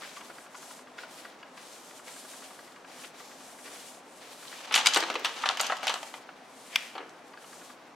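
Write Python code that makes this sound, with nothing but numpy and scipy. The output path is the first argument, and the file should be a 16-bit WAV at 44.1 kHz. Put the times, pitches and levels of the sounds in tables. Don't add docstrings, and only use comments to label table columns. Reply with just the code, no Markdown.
import sys
import numpy as np
from scipy import signal
from scipy.fft import rfft, irfft, next_fast_len
from scipy.io import wavfile

SR = 44100
rng = np.random.default_rng(int(sys.argv[2]) if len(sys.argv) > 2 else 0)


def unload_wav(signal):
    wavfile.write(
        sys.argv[1],
        SR,
        np.round(np.clip(np.atleast_2d(signal).T, -1, 1) * 32767).astype(np.int16),
    )


N = 350577
TIME = np.arange(N) / SR

# (start [s], end [s], hiss at full speed [dB], speeding up [s], slowing down [s])
STROKES = [(-0.05, 0.35, -55.5, 0.044, 0.18), (0.12, 0.49, -58.5, 0.12, 0.043),
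           (0.49, 0.85, -53.5, 0.087, 0.11), (0.96, 1.08, -59.5, 0.047, 0.06),
           (1.06, 1.33, -52.5, 0.076, 0.15), (1.51, 2.05, -55.5, 0.19, 0.067),
           (2.02, 2.84, -53, 0.069, 0.42), (2.83, 3.13, -52, 0.24, 0.073), (3.13, 3.7, -57.5, 0.06, 0.086),
           (3.53, 4.03, -52, 0.17, 0.14), (4.01, 4.72, -53.5, 0.37, 0.14), (5.23, 5.55, -58.5, 0.05, 0.12),
           (5.58, 5.88, -60, 0.06, 0.15), (5.82, 6.25, -55.5, 0.1, 0.11), (6.42, 7.0, -55, 0.36, 0.13),
           (7.25, 7.36, -63, 0.03, 0.08), (7.33, 7.78, -57, 0.16, 0.07)]
# (time [s], rub level [dB], easing [s])
PRESSES = [(0.0, -49, 0.18), (0.97, -51.5, 0.12), (1.16, -54, 0.11), (1.56, -55, 0.12), (2.06, -52, 0.07),
           (2.42, -54.5, 0.062), (2.87, -55, 0.36), (3.18, -58.5, 0.057), (3.64, -52.5, 0.2),
           (4.2, -52.5, 0.16), (4.5, -52, 0.39), (4.75, -44.5, 0.67), (6.04, -55, 0.089), (6.72, -53, 0.12)]
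# (frequency [Hz], gain [dB])
HISS_COLOUR = [(1500, -41), (3000, -3.5), (5000, -3.5), (7500, -1), (9500, -3.5), (12000, -9), (14000, -14),
               (16000, -25)]
# (frequency [Hz], gain [dB])
RUB_COLOUR = [(250, -25), (500, 1), (900, -0.5), (1500, -0.5), (2200, -0.5), (4000, -1.5), (6000, -6),
              (10000, -24)]
# (frequency [Hz], width [Hz], boost [dB])
WOOD_RESONANCES = [(510, 45, 6), (1870, 180, 2), (2340, 210, 4)]


def cloth(hiss_gain_db, rub_gain_db, flutter_db):
    resting_hiss = from_db(-71.5)
    resting_rub = from_db(-66.5)
    speed = np.sqrt(motions(STROKES) + resting_hiss ** 2)
    light_rub = from_db(-9) * speed
    pressure = np.sqrt(pushes(PRESSES, attack_s=0.019) + light_rub ** 2 + resting_rub ** 2)
    hiss = speed * coloured(friction(per_s=25000, spread_db=-1.5), HISS_COLOUR)
    rub = pressure * coloured(friction(per_s=9000, spread_db=1.0), RUB_COLOUR)
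    hiss = folding(from_db(hiss_gain_db) * hiss)
    rub = resonate(from_db(rub_gain_db) * rub, WOOD_RESONANCES)
    flutter = from_db(flutter_db * drift(40))
    return (hiss + rub) * flutter + scuffs(length_s=0.011, sharpness=2.8)


# (frequency [Hz], width [Hz])
FOLDS = [(3900, 1400), (6500, 2300), (9000, 3600)]


def folding(hiss):
    swing_db, shifts_per_s = 1.5, 7
    for hz, width in FOLDS:
        lift = from_db(swing_db * drift(shifts_per_s)) - 1
        hiss = hiss + lift * signal.lfilter(*signal.iirpeak(hz, hz / width, fs=SR), hiss)
    return hiss


# (time [s], level [dB], pitch [Hz])
SCUFFS = [(0.04, -41, 1900), (0.172, -45, 2310), (3.047, -41, 2580), (3.803, -52, 7500),
          (4.484, -47.5, 3900), (7.102, -57, 8000)]


def scuffs(length_s, sharpness):
    out = 0
    for s, db, hz in SCUFFS:
        slips = coloured(friction(per_s=4000, spread_db=6.0), RUB_COLOUR)
        judder = rms_one(signal.lfilter(*signal.iirpeak(hz, sharpness, fs=SR), slips))
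        out = out + from_db(db) * judder * np.exp(-((TIME - s) / length_s) ** 2)
    return out


# (frequency [Hz], level [dB], t60 [s])
BASKET_MODES = [(1010, -2.5, 0.035), (1162, 1, 0.067), (1296, -2.5, 0.031), (1445, 0, 0.049),
                (1636, 0, 0.044), (1955, 0.5, 0.022), (2180, -14, 0.023), (2230, -1.5, 0.015),
                (2560, -2.5, 0.019), (2890, -4, .025), (3340, -6.5, 0.022), (4140, -12.5, 0.019),
                (4670, -7, 0.022)]


def basket(level_db, creak_s, count=5):
    s, peak_db = ticks()
    place = (np.arange(count) + rng.random((len(s), count))) / count
    at = ((s[:, None] + creak_s * place) * SR).astype(int)
    swell = np.sin(np.pi * (np.arange(count) + 1) / (count + 1))
    out = 0
    for hz, mode_db, t60 in BASKET_MODES:
        heights = from_db(peak_db + mode_db + level_db)[:, None]
        clicks = np.zeros(N)
        clicks[at] = heights * swell * rng.standard_normal(at.shape)
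        out = out + ring(clicks, hz, t60)
    return np.array([out, out])


# (first tick [s], last tick [s], level [dB])
ROCKING = [(0.298, 0.8702, -41), (1.9068, 2.8444, -41.5), (3.3104, 3.6752, -41.5), (7.4405, 7.698, -42)]
# (time [s], level [dB])
JOLTS = [(0.0183, -37.5), (0.0448, -38), (0.166, -36), (0.2075, -34.5), (0.549, -36), (0.9812, -31.5),
         (1.0325, -35.5), (1.2479, -34), (1.427, -36.5), (1.573, -37), (3.0406, -42), (3.198, -40),
         (4.4256, -37.5), (4.4505, -38), (4.5237, -37.5), (7.334, -40.5), (7.3703, -39.5)]


def ticks():
    swing_s, spread_db = 0.085, 0.1
    swings = []
    for first, last, db in ROCKING:
        count = int(round((last - first) / swing_s)) + 1
        for s in np.linspace(first, last, count):
            swings.append((s, db + spread_db * rng.standard_normal()))
    return np.transpose(swings + list(JOLTS))


# (time [s], level [dB], strongest frequency [Hz], spread to half power of one bell [octaves], t60 at 2 kHz [s])
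KNOCKS = [(4.7095, -33.5, 1400, 0.98, 0.08), (4.722, -32.5, 3140, 1.2, 0.12),
          (4.7406, -18.5, 3800, 0.98, 0.046), (4.751, -24.5, 6500, 1.54, 0.11),
          (4.7579, -21.5, 2580, 1.23, 0.048), (4.776, -25.5, 2700, 1.15, 0.059),
          (4.787, -31, 4800, 0.91, 0.076), (4.809, -32, 3000, 1, 0.05), (4.8589, -19, 3900, 1.07, 0.062),
          (4.869, -15.5, 5030, 1.18, 0.032), (4.9356, -24.5, 4800, 0.8, 0.031),
          (4.944, -24.5, 5500, 1.05, 0.062), (4.9601, -22.5, 2290, 1.45, 0.031),
          (4.967, -23.5, 1320, 1.44, 0.057), (4.972, -27, 9000, 2.1, 0.042),
          (5.0037, -31, 10000, 1.4, 0.027), (5.0256, -30, 1150, 1.45, 0.03), (5.036, -30, 1450, 1.2, 0.052),
          (5.1, -30, 1400, 1.5, 0.038), (5.141, -41.0, 2770, 2.1, 0.036), (5.154, -29.0, 1560, 1.2, 0.054),
          (5.194, -45, 1200, 3, 0.04), (5.2462, -26, 2650, 1.14, 0.06), (5.253, -29, 2880, 1.27, 0.079),
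          (5.436, -24.5, 1350, 0.63, 0.047), (5.457, -26.5, 1500, 1.3, 0.053),
          (5.476, -31.5, 1500, 0.47, 0.07), (5.489, -22, 3400, 0.92, 0.016),
          (5.496, -26.5, 1140, 0.75, 0.06), (5.571, -36, 3000, 1.7, 0.044),
          (5.596, -30.5, 3270.0, 1.5, 0.077), (5.602, -28.5, 1800, 2.3, 0.04),
          (5.6107, -24.5, 11200, 1, 0.03), (5.632, -36, 1790, 1.35, 0.042),
          (5.666, -33.5, 10100, 1.4, 0.035), (5.698, -26, 970, 0.81, 0.057),
          (5.7212, -24, 905, 0.88, 0.055), (5.768, -43, 3500, 2.3, 0.03), (5.83, -39, 1450.0, 1.7, 0.1),
          (5.8689, -29.5, 2670, 2.8, 0.047), (5.878, -25.5, 3600, 0.76, 0.07),
          (5.894, -31.5, 1780.0, 1.9, 0.082), (5.94, -33, 1700, 2.9, 0.018), (5.957, -34, 840, 0.86, 0.051),
          (6.029, -40.5, 900, 2.6, 0.039), (6.139, -39, 1380, 1.18, 0.052), (6.29, -41, 970, 0.92, 0.039),
          (6.952, -41.5, 1000, 1.15, 0.12), (6.979, -38.5, 1200, 1.2, 0.054)]
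KNOCK_EDGES = [190, 800, 2000, 4500, 16000]
# (frequency [Hz], gain [dB])
TOY_COLOUR = [(190, -32), (450, -12), (700, 1.5), (1200, 4), (3000, -1.5), (5000, -2), (7000, -4.5),
              (10000, -11.5), (13000, -16), (16000, -35)]
# (frequency [Hz], gain [dB])
TABLE_COLOUR = [(250, 17), (420, 12.5), (640, 1.5), (900, -12)]
LIFT_S = 5.2


def knocks(level_db, treble_damping, contact_s, width, patchy_db, focus, count=100, size=7):
    out = np.zeros((2, N))
    t = np.arange(SR // 18) / SR
    attack = SR * 6 // 1000
    for s, db, centre_hz, octaves, t60 in KNOCKS:
        rebound_s, rebound_gain = s + 0.012 * (.5 + rng.random()), from_db(-15)
        for low, high in zip(KNOCK_EDGES, KNOCK_EDGES[1:]):
            place = (np.arange(count) + rng.random(count)) / count
            hz = low * (high / low) ** place
            life = t60 * (hz / 2000) ** -treble_damping
            decay = np.exp(-np.log(1000) * t / life[:, None])
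            modes = np.sin(2 * np.pi * (hz[:, None] * t + rng.random((count, 1)))) * decay
            patches = np.interp(place, np.linspace(0, 1, size), rng.standard_normal(size))
            colour_db = at_hz(TOY_COLOUR, hz) + patchy_db * patches
            colour_db = colour_db + (s < LIFT_S) * at_hz(TABLE_COLOUR, hz)
            mid, side = rng.standard_normal((2, count))
            mode_gain = from_db(colour_db) * np.sqrt(hz) * bell(hz, centre_hz, octaves) ** focus
            strengths = stereo(mid, width * side, hz) * mode_gain
            knock = strengths @ modes * (1 - np.exp(-t / contact_s))
            knock = knock / np.sqrt(np.mean(knock[:, :attack] ** 2))
            band_gain = bell(np.sqrt(low * high), centre_hz, octaves)
            knock = knock * band_gain * from_db(db + level_db)
            for when, gain in (s, 1), (rebound_s, rebound_gain):
                start = int(when * SR)
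                out[:, start:start + len(t)] += gain * knock
    return out


def bell(hz, centre_hz, octaves):
    return np.sqrt(.5) ** ((np.log2(hz / centre_hz) / octaves) ** 2)


# (start [s], end [s], level [dB], speeding up [s], slowing down [s])
SHOVES = [(4.44, 4.78, -44, 0.22, 0.054), (4.73, 5.17, -33.5, 0.032, 0.24),
          (5.22, 5.43, -36.5, 0.029, 0.18), (5.32, 5.6, -37, 0.07, 0.098), (5.56, 5.83, -34, 0.05, 0.17),
          (5.79, 6.01, -37.5, 0.055, 0.11)]
# (frequency [Hz], gain [dB])
SLIDE_COLOUR = [(88, -52), (150, -25), (264, -6), (334, -16), (805, -1.5), (1720, -0.5), (1870, -6),
                (2060, -3), (3100, -4), (5150, -9), (7180, -11.5), (12900, -31.5), (16000, -46)]
# (time [s], level [dB],
# dying away [s])
DRAGS = [(0.29, -54.5, 0.06), (3.645, -53, 0.06), (4.958, -38.5, 0.08), (5.098, -39.5, 0.082),
         (5.24, -44, 0.051), (6.95, -44, 0.094)]
# (frequency [Hz], gain [dB])
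DRAG_COLOUR = [(120, -34), (250, -1.5), (400, 8), (600, 0.5), (950, -5), (1600, -0.5), (3000, -12.5),
               (6000, -71)]


def sliding(slide_gain_db, drag_gain_db, jerk_db):
    slide = np.sqrt(motions(SHOVES)) * coloured(friction(per_s=5000, spread_db=2.0), SLIDE_COLOUR)
    drag_force = np.sqrt(pushes(DRAGS, attack_s=0.0077))
    drag = drag_force * coloured(friction(per_s=1000, spread_db=0.5), DRAG_COLOUR)
    jerks = from_db(jerk_db * drift(90))
    return (from_db(slide_gain_db) * slide + from_db(drag_gain_db) * drag) * jerks


# (time [s], level [dB])
SNAP_HITS = [(6.7576, -14.5), (6.7587, -6), (6.7611, -15.5)]
# (frequency [Hz], gain [dB])
SKID_COLOUR = [(400, -31), (1200, -11), (1750, -2), (2600, 0), (3300, -4), (3900, -11), (5200, -9.5),
               (12000, -34)]


def snap(level_db, crack_db, crack_s):
    s, hit_db = np.transpose(SNAP_HITS)
    clicks = np.zeros(N)
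    clicks[(s * SR).astype(int)] = from_db(hit_db + level_db)
    fading = signal.lfilter([1], [1, -np.exp(-1 / (crack_s * SR))], clicks + 1e-18)
    crack = from_db(crack_db) * fading * coloured(rng.standard_normal((2, N)), TOY_COLOUR)
    build_s, fade_s = 0.025, 0.1
    slip = np.exp(np.minimum((TIME - s[0]) / build_s, (s[0] - TIME) / fade_s))
    skid = from_db(-38.5) * slip * coloured(friction(per_s=12000, spread_db=2.5), SKID_COLOUR)
    return shell(clicks) + crack + skid


# (frequency [Hz], level [dB], t60 [s])
SNAP_MODES = [(930, -46, .025), (1230, -37, 0.03), (1560, -18, 0.023), (2110, -11.5, 0.022),
              (2353, -4, 0.02), (3210, -1.5, 0.0096), (3570, -8.5, 0.0075), (4840, -10, 0.0055),
              (5540, -14.5, .007), (6120, -20, 0.011), (9500, -21, 0.0045), (12300, -20, .004)]


def shell(force):
    out = 0
    for k, (hz, db, t60) in enumerate(SNAP_MODES):
        out = out + (-1) ** k * from_db(db) * ring(force, hz, t60)
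    return out


def radiate(x, low_hz):
    return signal.sosfilt(signal.butter(4, low_hz, "high", fs=SR, output="sos"), x)


# (frequency [Hz], t60 [s])
ROOM_T60 = [(200, 0.62), (1000, 0.66), (3000, 0.44), (8000, 0.34), (16000, 0.33)]


def room(x, build_s):
    t = np.arange(SR // 2) / SR
    edges, tail = np.geomspace(120, 16000, 9), 0
    for low, high in zip(edges, edges[1:]):
        hz = np.sqrt(low * high)
        band = signal.butter(2, [low, high], "band", fs=SR, output="sos")
        mid, side = signal.sosfilt(band, rng.standard_normal((2, len(t))))
        tail = tail + stereo(mid, side, hz) * np.exp(-np.log(1000) * t / at_hz(ROOM_T60, hz))
    tail = tail * (1 - np.exp(-t / build_s))
    return signal.fftconvolve(x, rms_one(tail) / np.sqrt(len(t)), axes=1)[:, :N]


# (frequency [Hz], gain [dB])
FLOOR_COLOUR = [(15, -61), (25, -20), (70, -28.5), (256, -4.5), (405, -4.5), (714, -1), (1040, -4.5),
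                (1160, -6), (1520, -8.5), (3160, -18.5), (3820, -21), (5000, -27), (5730, -24), (7920, -37),
                (16000, -53)]
# (frequency [Hz], width [Hz], boost [dB])
ROOM_PEAKS = [(156, 47, 4), (258.4, 25, 5.5), (784, 120, 0)]


def background(level_db):
    noise = coloured(rng.standard_normal((2, N)), FLOOR_COLOUR)
    return from_db(level_db) * rms_one(resonate(noise, ROOM_PEAKS))


def motions(rows):
    power = 0
    for start, end, db, rise_s, fall_s in rows:
        ramps = np.clip((TIME - start) / rise_s, 0, 1) * np.clip((end - TIME) / fall_s, 0, 1)
        power = power + (from_db(db) * ramps) ** 2
    return power


def pushes(rows, attack_s):
    power = 0
    for s, db, fade_s in rows:
        age = np.maximum(TIME - s, 0)
        envelope = np.minimum(age / attack_s, np.exp(-(age - attack_s) / fade_s))
        power = power + (from_db(db) * envelope) ** 2
    return power


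def friction(per_s, spread_db):
    sizes = from_db(spread_db * np.minimum(rng.exponential(1, N), 4))
    return (rng.random(N) < per_s / SR) * sizes * rng.standard_normal((2, N))


def drift(rate):
    steps = rng.standard_normal(4096)
    return rms_one(np.interp(TIME * rate, np.arange(len(steps)), steps))


def resonate(x, peaks):
    for hz, width, boost_db in peaks:
        x = x + (from_db(boost_db) - 1) * signal.lfilter(*signal.iirpeak(hz, hz / width, fs=SR), x)
    return x


def ring(clicks, hz, t60):
    r, w = from_db(-60 / (t60 * SR)), 2 * np.pi * hz / SR
    return signal.lfilter([0, np.sin(w)], [1, -2 * r * np.cos(w), r * r], clicks + 1e-18)


def coloured(excitation, spectrum):
    size = next_fast_len(N)
    hz = np.arange(size // 2 + 1) * SR / size
    mid, side = rfft(excitation, size) * from_db(at_hz(spectrum, hz))
    return rms_one(irfft(stereo(mid, side, hz), size)[:, :N])


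# (frequency [Hz], likeness [0-1])
LIKENESS = [(30, .2), (70, 0), (130, 1), (1000, 0.82), (2500, 0.67), (5000, 0.62), (9000, 0.48),
            (15000, 0.1)]


def stereo(mid, side, hz):
    alike = np.clip(at_hz(LIKENESS, hz), 0, 1)
    mid, side = np.sqrt((1 + alike) / 2) * mid, np.sqrt((1 - alike) / 2) * side
    return np.array([mid + side, mid - side])


def at_hz(points, hz):
    f, value = np.transpose(points)
    return np.interp(np.log(np.maximum(hz, 1)), np.log(f), value)


def from_db(db):
    return 10 ** (np.asarray(db) / 20)


def rms_one(x):
    return x / np.sqrt(np.mean(x ** 2) + 1e-20)


# (frequency [Hz], width [Hz], boost [dB])
HEAP_RESONANCES = [(406, 41, -1), (738, 55, 3.5), (880, 67, 3.5), (1270, 180, 2), (3000, 660, 5),
                   (4080, 100, 1), (4700, 110, 3), (6100, 210, 4)]


def scene():
    wipe = cloth(hiss_gain_db=2.5, rub_gain_db=2.5, flutter_db=1.2)
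    clatter = knocks(level_db=-2.0, treble_damping=0.15, contact_s=0.00049,
                     width=0.5, patchy_db=3.0, focus=0.5)
    toys = clatter + sliding(slide_gain_db=-4.0, drag_gain_db=1.5, jerk_db=3.0)
    heap = resonate(toys, HEAP_RESONANCES) + basket(level_db=-12.0, creak_s=0.007)
    top_toy = snap(level_db=0.0, crack_db=-17.5, crack_s=0.0025)
    echo = room(from_db(-12.5) * heap + from_db(-20.0) * top_toy, build_s=0.0018)
    near = radiate(wipe + heap + top_toy + echo, low_hz=197)
    left = np.array([[1], [-1]])
    return near * from_db(0.63 * left) + background(level_db=-52) * from_db(0.51 * left)


def record(dry):
    return signal.sosfilt(signal.ellip(12, .1, 80, 16000, fs=SR, output="sos"), dry)


dry = scene()
out = record(dry)
unload_wav(out)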